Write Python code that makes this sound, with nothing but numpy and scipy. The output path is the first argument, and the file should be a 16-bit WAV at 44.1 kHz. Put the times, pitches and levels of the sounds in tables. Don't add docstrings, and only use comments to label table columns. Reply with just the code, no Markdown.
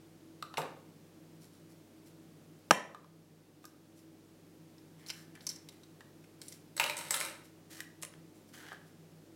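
import sys
import numpy as np
from scipy import signal
from scipy.fft import rfft, irfft
from scipy.io import wavfile
from scipy.ndimage import uniform_filter1d, minimum_filter1d

SR = 44100
rng = np.random.default_rng(int(sys.argv[2]) if len(sys.argv) > 2 else 0)


def unload_wav(signal):
    wavfile.write(
        sys.argv[1],
        SR,
        np.round(np.clip(np.atleast_2d(signal).T, -1, 1) * 32767).astype(np.int16),
    )


N = 412335
TIME = np.arange(N) / SR


def from_db(db):
    return 10 ** (np.asarray(db) / 20)


def rms_one(x):
    return x / np.sqrt(np.mean(x ** 2) + 1e-20)


def band(x, low_hz, high_hz, order=3):
    sos = signal.butter(order, [low_hz, min(high_hz, .45 * SR)], "band", fs=SR, output="sos")
    return signal.sosfilt(sos, x)


def add(track, start_s, sound):
    start = round(start_s * SR)
    track[start:start + len(sound)] += sound[:N - start]


def resonate(x, hz, width_hz):
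    radius = np.exp(-np.pi * width_hz / SR)
    zeros = np.array([1, 0, -1]) * (1 - radius * radius) / 2
    poles = [1, -2 * radius * np.cos(2 * np.pi * hz / SR), radius * radius]
    return signal.lfilter(zeros, poles, x + 1e-18)


def body(x, resonances, broad_db):
    ringing = sum(from_db(db) * resonate(x, hz, width_hz) for hz, width_hz, db in resonances)
    return from_db(broad_db) * x + ringing


def dying_modes(modes, t):
    return sum(from_db(db - 60 * t / t60_s) * np.sin(2 * np.pi * hz * t) for hz, db, t60_s in modes)


def friction(per_s, spread_db):
    sizes = from_db(spread_db * np.minimum(rng.exponential(1, N), 4)) * rng.choice([-1, 1], N)
    return rms_one(sizes * (rng.random(N) < per_s / SR))


def strokes(rows, attack_s, slope_db_per_s, release_db_per_s):
    gain = np.zeros(N)
    for start_s, length_s, level_db in rows:
        t = TIME[:round((length_s + .5) * SR)]
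        held = slope_db_per_s * np.minimum(t, length_s)
        released = release_db_per_s * np.maximum(t - length_s, 0)
        add(gain, start_s, np.minimum(t / attack_s, 1) * from_db(level_db + held - released))
    return gain


def contacts(rows, resonances, broad_db, ring_db, ring_width_hz, tap_db, uneven_db, top_hz):
    out, t = np.zeros(N), TIME[:SR // 10]
    grits = rng.standard_normal((len(rows), len(t)))
    spots = rng.standard_normal((len(rows), len(resonances)))
    for (start_s, level_db, bass_db, treble_db, contact_s, *pitch_hz), grit, spot in zip(rows, grits, spots):
        force = grit * np.exp(-t / max(contact_s, 1e-4))
        force[0] += from_db(tap_db)
        struck = np.array(resonances) + np.outer(uneven_db * spot, [0, 0, 1])
        sound = body(force, struck, broad_db)
        for hz in pitch_hz:
            sound = sound + from_db(ring_db) * resonate(force, hz, ring_width_hz)
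        sound = band(sound, 290, top_hz, order=1)
        for low_hz, high_hz, colour_db in [(450, 1400, bass_db), (1400, 4500, 0), (4500, 16000, treble_db)]:
            part = rms_one(band(sound, low_hz, high_hz)) * np.sqrt(.008 / t[-1])
            add(out, start_s, from_db(level_db + colour_db) * part)
    return out


# (pitch_hz, relative density_db)
AIR = [(30, -18.5), (70, -20), (90, -17), (125, -10.5), (160, -5.5), (300, -0.5), (440, -4), (700, -12),
       (1000, -17), (2000, -21), (5500, -24), (8000, -26), (16000, -29.5)]
AIR_DB = -61.5
# (pitch_hz, rms level_db)
HUM = [(49.5, -85.5), (100, -70.5)]
# (pitch_hz, width_hz, rms level_db)
DRONE = [(148.2, 4.2, -70), (161.8, 4.7, -63), (174, 8.9, -71.5), (227.8, 25, -71.5), (299.3, 8.7, -69.5),
         (323.4, 3.3, -64.5)]


def background():
    hz, density_db = np.transpose(AIR)
    bins_hz = np.arange(N // 2 + 1) * SR / N + 0.00084
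    colour = from_db(np.interp(np.log(bins_hz), np.log(hz), density_db))
    air = from_db(AIR_DB) * rms_one(irfft(rfft(rng.standard_normal(N)) * colour, N))
    hum = sum(from_db(db) * np.sqrt(2) * np.sin(2 * np.pi * hz * TIME) for hz, db in HUM)
    white = rng.standard_normal(N + SR)
    drone = 0
    for hz, width_hz, level_db in DRONE:
        narrow = resonate(resonate(white, hz, 2 * width_hz), hz, 2 * width_hz)[SR:]
        drone = drone + from_db(level_db) * rms_one(narrow)
    return air + hum + drone


# (pitch_hz, t60_s, relative level_db)
ROOM = [(124.6, .4, 0.5), (300, 0.8, 3.5), (700, 0.43, 2), (1389, 0.53, -2), (2800, .39, 0),
        (5660, .37, -2.5), (11000, 0.28, -1), (16000, 0.15, 3.5)]


def room(x, first_echo_s, build_s):
    t, tail = TIME[:SR * 3 // 4], 0
    hz, t60_s, level_db = np.transpose(ROOM)
    edges_hz = np.geomspace(90, 18000, 12)
    white = rng.standard_normal((2, len(t)))
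    for k, (low_hz, high_hz) in enumerate(zip(edges_hz, edges_hz[1:])):
        centre = np.log(low_hz * high_hz) / 2
        decay_s, band_db = [np.interp(centre, np.log(hz), column) for column in (t60_s, level_db)]
        decay = np.exp(-np.log(1000) * t / decay_s)
        tail = tail + band(white[k % 2], low_hz, high_hz) * from_db(band_db) * decay
    tail = tail * np.clip((t - first_echo_s) / build_s, 0, 1)
    return signal.fftconvolve(x, tail / np.sqrt(np.sum(tail ** 2)))[:N]


# (start_s, length_s, level_db before the mix)
RUBS = [(1.405, .04, -63.5), (1.52, .04, -70), (1.685, .03, -67.5), (2.055, 0.019, -62.5),
        (3.62, .025, -70), (3.95, .05, -67.5), (4.98, 0.036, -70), (5.06, 0.02, -50.5), (5.12, 0.098, -64),
        (5.40, 0.067, -65), (5.49, 0.037, -58), (6.41, 0.14, -61), (7.43, 0.026, -62.5), (8.34, 0.035, -69),
        (8.47, .025, -68), (8.85, 0.027, -70)]
# (pitch_hz, width_hz, level_db)
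PARTS = [(1660, 180, -24), (2190, 230, -3), (3100, 170, -16), (4170, 300, -4), (4780, 310, -1.5),
         (5470, 290, 3), (5900, 150, 0), (7340, 400, 0.5), (8160, 270, -4), (9620, 530, -2.5),
         (10740, 310, -5)]


def rubbing():
    grains = body(friction(per_s=1900, spread_db=3.5), PARTS, broad_db=-1)
    gain = strokes(RUBS, attack_s=0.016, slope_db_per_s=0, release_db_per_s=352)
    return gain * rms_one(band(grains, 1300, 15000))


# (start_s, length_s, hollow scrape level_db, hiss level_db, hollow pitch_hz)
SLIDES = [(4.981, 0.1, -67, -82, 1990), (5.12, 0.085, -65, -68, 1600), (5.338, 0.071, -65, -78, 1650),
          (5.533, 0.05, -68, -80, 1990), (5.708, 0.037, -70, -68, 2040), (7.697, 0.1, -59, -53, 1770),
          (8.525, .2, -57, -56.5, 1640)]
# (pitch_hz, width_hz, level_db)
OPEN_SHELL = [(770, 410, -9), (1230, 550, -2), (2970, 430, -2)]
SLIDE_ATTACK_S, SLIDE_RELEASE_DB_PER_S = 0.017, 300
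SCRAPE_GROWTH_DB_PER_S, HISS_FADE_DB_PER_S, GLIDE_HZ_PER_S = 5, 56, 500


def slides(hollow_width_hz, wall_db):
    start_s, length_s, scrape_db, hiss_db, hollow_hz = np.transpose(SLIDES)
    scrape = strokes(zip(start_s, length_s, scrape_db),
                     SLIDE_ATTACK_S, SCRAPE_GROWTH_DB_PER_S, SLIDE_RELEASE_DB_PER_S)
    hiss = strokes(zip(start_s, length_s, hiss_db),
                   SLIDE_ATTACK_S, -HISS_FADE_DB_PER_S, SLIDE_RELEASE_DB_PER_S)
    current = np.maximum(np.searchsorted(start_s, TIME) - 1, 0)
    elapsed_s = np.clip(TIME - start_s[current], 0, length_s[current])
    pitch_hz = hollow_hz[current] + GLIDE_HZ_PER_S * elapsed_s
    catches = from_db(2 * rms_one(band(rng.standard_normal(N), 9.7, 78, order=2)))
    slips = friction(per_s=1500, spread_db=4)
    turn = np.exp(2j * np.pi * np.cumsum(pitch_hz) / SR)
    smoothed = signal.lfilter([1], [1, -np.exp(-np.pi * hollow_width_hz / SR)], slips / turn)
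    hollow = rms_one(band(np.real(turn * smoothed), 940, 2800))
    walls = rms_one(band(body(slips, OPEN_SHELL, broad_db=-10.0), 380, 5200))
    dry_hiss = rms_one(band(friction(per_s=4300, spread_db=-1), 2400, 10500, order=1))
    return catches * (scrape * rms_one(hollow + from_db(wall_db) * walls) + hiss * dry_hiss)


# (start_s, mid-band level_db, bass_db re mid, treble_db re mid, contact_s)
CREASES = [(8.017, -80, -13, 23, 0.0055), (8.0245, -51, -15, 7, 0.0048), (8.032, -44.5, -4, 2, 0.0033),
           (8.0499, -51, -21, 5, 0.001), (8.1382, -60, -5.5, -12, 0.0022)]
# (pitch_hz, width_hz, level_db)
PAPER = [(1300, 700, -24), (2700, 900, -18), (8040, 1100, 3), (9600, 1200, 14)]


def creases():
    return contacts(CREASES, PAPER, broad_db=4, ring_db=0, ring_width_hz=300,
                    tap_db=7, uneven_db=4, top_hz=8000)


# (start_s, mid-band level_db, bass_db re mid, treble_db re mid, cavity pitch_hz)
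KNOCKS = [(0.425, -42.5, 3.5, -9.5, 1150), (0.5404, -50, 2, -11.5, 1320), (2.947, -53, 10, -10, 1190),
          (3.0442, -66.5, 7.5, -8, 1091), (3.6422, -59.5, 8, -6, 1210), (3.6535, -59, -1, 9.5, 1520),
          (6.0072, -54.5, -2.5, -11, 1837), (7.8045, -41, -15, -4.5, 1910), (8.7184, -56, 12, -20, 1690),
          (8.729, -59, 11, -3.5, 1810)]
# (pitch_hz, width_hz, level_db)
SHELL = [(1640, 180, -7), (2570, 210, -2), (3670, 250, -11), (5550, 200, -0.5), (8000, 720, -7)]
KNOCK_CONTACT_S = 0.003


def knocks():
    rows = [(start_s, level_db, bass_db, treble_db, KNOCK_CONTACT_S, hz)
            for start_s, level_db, bass_db, treble_db, hz in KNOCKS]
    return contacts(rows, SHELL, broad_db=-5, ring_db=13.5, ring_width_hz=97,
                    tap_db=15, uneven_db=2.5, top_hz=12000)


def echoed(x, delay_s, db):
    return x + from_db(db) * np.interp(TIME - delay_s, TIME, x, left=0)


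# (start_s, mid-band level_db before the echo, treble_db re mid, ring pitch_hz)
PART_CLICKS = [(0.5718, -36, -12, 2530), (4.7816, -65.5, -4, 5340), (5.063, -55.5, -4, 4070),
               (5.086, -56, 7, 5510), (5.095, -47, -10, 5460), (5.1014, -39.5, -2, 5230),
               (5.109, -54, -4, 4710), (5.3525, -57.5, -3, 2190), (5.4077, -57.5, -7, 4250),
               (5.4673, -43.5, 7.5, 5900), (5.4905, -54, 17, 5440), (5.499, -53.5, 9, 5540),
               (5.513, -54, -4, 4330), (5.56, -61.5, 8.5, 5560), (5.6876, -53.5, 1, 3890),
               (5.8342, -61, -3, 3740), (6.241, -65, -4, 2240), (6.4159, -54, 6, 3760),
               (6.4827, -67, 20, 8700), (6.5234, -56.5, 5.5, 6290)]
PART_CONTACT_S, PART_BASS_DB = 0.003, -14.5


def part_clicks():
    rows = [(start_s, level_db, PART_BASS_DB, treble_db, PART_CONTACT_S, hz)
            for start_s, level_db, treble_db, hz in PART_CLICKS]
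    clicks = contacts(rows, PARTS, broad_db=-10, ring_db=8.5, ring_width_hz=570,
                      tap_db=-1, uneven_db=1.5, top_hz=10900)
    return echoed(clicks, delay_s=0.0047, db=-5.5)


# (start_s, mid-band level_db, ring pitch_hz)
TABLE_HITS = [(0.617, -44, 1250), (6.766, -49.5, 7940), (6.777, -43, 4000), (6.798, -25, 2140),
              (6.811, -40.5, 1450), (6.8393, -33, 2780), (6.863, -43, 3870), (6.8971, -35, 2380),
              (6.9682, -48.5, 7860), (6.978, -52, 8250), (6.988, -54.5, 9300), (7.1075, -36.5, 7840),
              (7.1415, -34.5, 3290), (7.1438, -47.5, 11170), (7.165, -49, 7950), (7.2027, -49, 10900),
              (7.2115, -38, 2240), (7.25, -51.5, 8700)]
# (start_s, mid-band level_db, bass_db re mid, treble_db re mid, contact_s, ring pitch_hz, board level_db)
BUMPS = [(0.579, -41, 8.5, -2.5, 0.0097, 770, -39.5)]
# (start_s, length_s, level_db)
CHATTERS = [(6.81, 0.11, -49.5), (6.965, 0.12, -49.5), (7.12, 0.14, -44)]
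# (pitch_hz, width_hz, level_db)
TABLE = [(610, 41, 4.5), (945, 88, 5), (1380, 470, 3), (2060, 350, 2.5), (2790, 220, 1), (3790, 230, 2),
         (5480, 240, -8), (7120, 300, -23), (8000, 350, 0), (8620, 200, -1), (11000, 260, -8)]
# (pitch_hz, level_db, t60_s)
BOARD = [(141, -4.5, 0.2), (160.6, -4.5, 0.2), (210, -15, 0.075), (276, -6, 0.062), (346, -7.5, .07),
         (453, 6, 0.032)]
TABLE_CONTACT_S, TABLE_BASS_DB = 0.0036, -7
TREBLE_DB_PER_OCTAVE, EVEN_HZ = 8.5, 4020
BOARD_GIVE_DB = -26.5


def table():
    landings = [(start_s, level_db, TABLE_BASS_DB, TREBLE_DB_PER_OCTAVE * np.log2(hz / EVEN_HZ),
                 TABLE_CONTACT_S, hz) for start_s, level_db, hz in TABLE_HITS]
    hits = contacts([row[:-1] for row in BUMPS] + landings, TABLE, broad_db=-0.5, ring_db=13.0,
                    ring_width_hz=310, tap_db=7.5, uneven_db=2.5, top_hz=10900)
    rattle = rms_one(band(body(friction(per_s=1200, spread_db=4.0), TABLE, broad_db=-9), 450, 14000))
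    chatter = strokes(CHATTERS, attack_s=0.032, slope_db_per_s=-22, release_db_per_s=155) * rattle
    board, t = np.zeros(N), TIME[:SR // 3]
    thud = dying_modes(BOARD[::2], t) - dying_modes(BOARD[1::2], t)
    shakes = [(row[0], row[-1]) for row in BUMPS]
    shakes += [(start_s, level_db + BOARD_GIVE_DB) for start_s, level_db, hz in TABLE_HITS]
    for start_s, board_db in shakes:
        add(board, start_s, from_db(board_db) * thud)
    low_ring = from_db(12.5) * resonate(hits, 280, 68)
    return hits + chatter + board + low_ring


# (pitch_hz, width_hz, level_db)
BURST = [(190.4, 80, 1.5), (746, 430, 3), (1290, 790, -3), (2509, 890, -19.5), (5400, 1900, -15)]


def burst(db, decay_s):
    out, t = np.zeros(N), TIME[:SR // 10]
    rush = rng.standard_normal(len(t)) * np.exp(-t / decay_s)
    rush = rms_one(band(body(rush, BURST, broad_db=-21), 135, 14000, order=4))
    add(out, POP[0][0], from_db(db) * rush)
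    return out


# (start_s, rim level_db, cavity level_db)
POP = [(2.7090, -1, -18), (2.7104, -4, -26.5), (2.7122, -8, -1)]
# (pitch_hz, level_db, t60_s)
RIM = [(1256, -4, 0.015), (1600, -6.5, 0.013), (2470, -7, .009), (2840, -20, 0.0074), (3670, -23, .009),
       (4000, -21.5, .009), (5230, -15, 0.012), (5600, -12.5, 0.011), (6080, -20.5, 0.009),
       (7160, -22, .006), (8150, -22.5, .006), (13400, -21.5, 0.002)]
# (pitch_hz, level_db, t60_s)
CAVITY = [(171.5, -19.5, 0.055), (214.1, -21, .04), (330, -26.5, 0.044), (570, -14, 0.014),
          (817, -5.5, .019), (1020, -15.5, .02)]


def pop(crack_db, crack_s, crack_top_hz):
    out, t = np.zeros(N), TIME[:SR // 10]
    rim, cavity = dying_modes(RIM, t), dying_modes(CAVITY, t)
    for start_s, rim_db, cavity_db in POP:
        grit = rng.standard_normal(len(t)) * np.exp(-t / crack_s)
        crack = from_db(crack_db) * band(grit, 720, crack_top_hz, order=1)
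        add(out, start_s, from_db(rim_db) * (rim + crack) + from_db(cavity_db) * cavity)
    return band(out, 160, 15000, order=5)


def scene():
    sources = [
        (burst(db=-31.5, decay_s=0.0034), -14, -4),
        (knocks(), 0, -8),
        (part_clicks(), 0, -10),
        (creases(), 0, -9),
        (table(), 0, -3),
        (rubbing(), -1, -8),
        (slides(hollow_width_hz=360, wall_db=0.5), -1, -7)]
    direct = pop(crack_db=-8, crack_s=0.0021, crack_top_hz=4440)
    direct = direct + sum(from_db(direct_db) * sound for sound, direct_db, room_db in sources)
    sent = sum(from_db(room_db) * sound for sound, direct_db, room_db in sources)
    return (direct + room(sent, first_echo_s=0.0026, build_s=0.004) + background())[None]


def gain_control(x, threshold_db, release_db_per_s):
    peak_db = 20 * np.log10(np.abs(x).max(axis=0) + 1e-9)
    over_db = np.maximum(peak_db - threshold_db, 0)
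    recovery_db = release_db_per_s * TIME
    cut_db = np.maximum.accumulate(over_db + recovery_db) - recovery_db
    return x * from_db(uniform_filter1d(minimum_filter1d(-cut_db, size=883), size=441))


def record(dry):
    levelled = gain_control(dry, threshold_db=-2.5, release_db_per_s=2.0)
    return signal.sosfilt(signal.ellip(12, .1, 80, 16000, fs=SR, output="sos"), levelled)


dry = scene()
out = record(dry)
unload_wav(out)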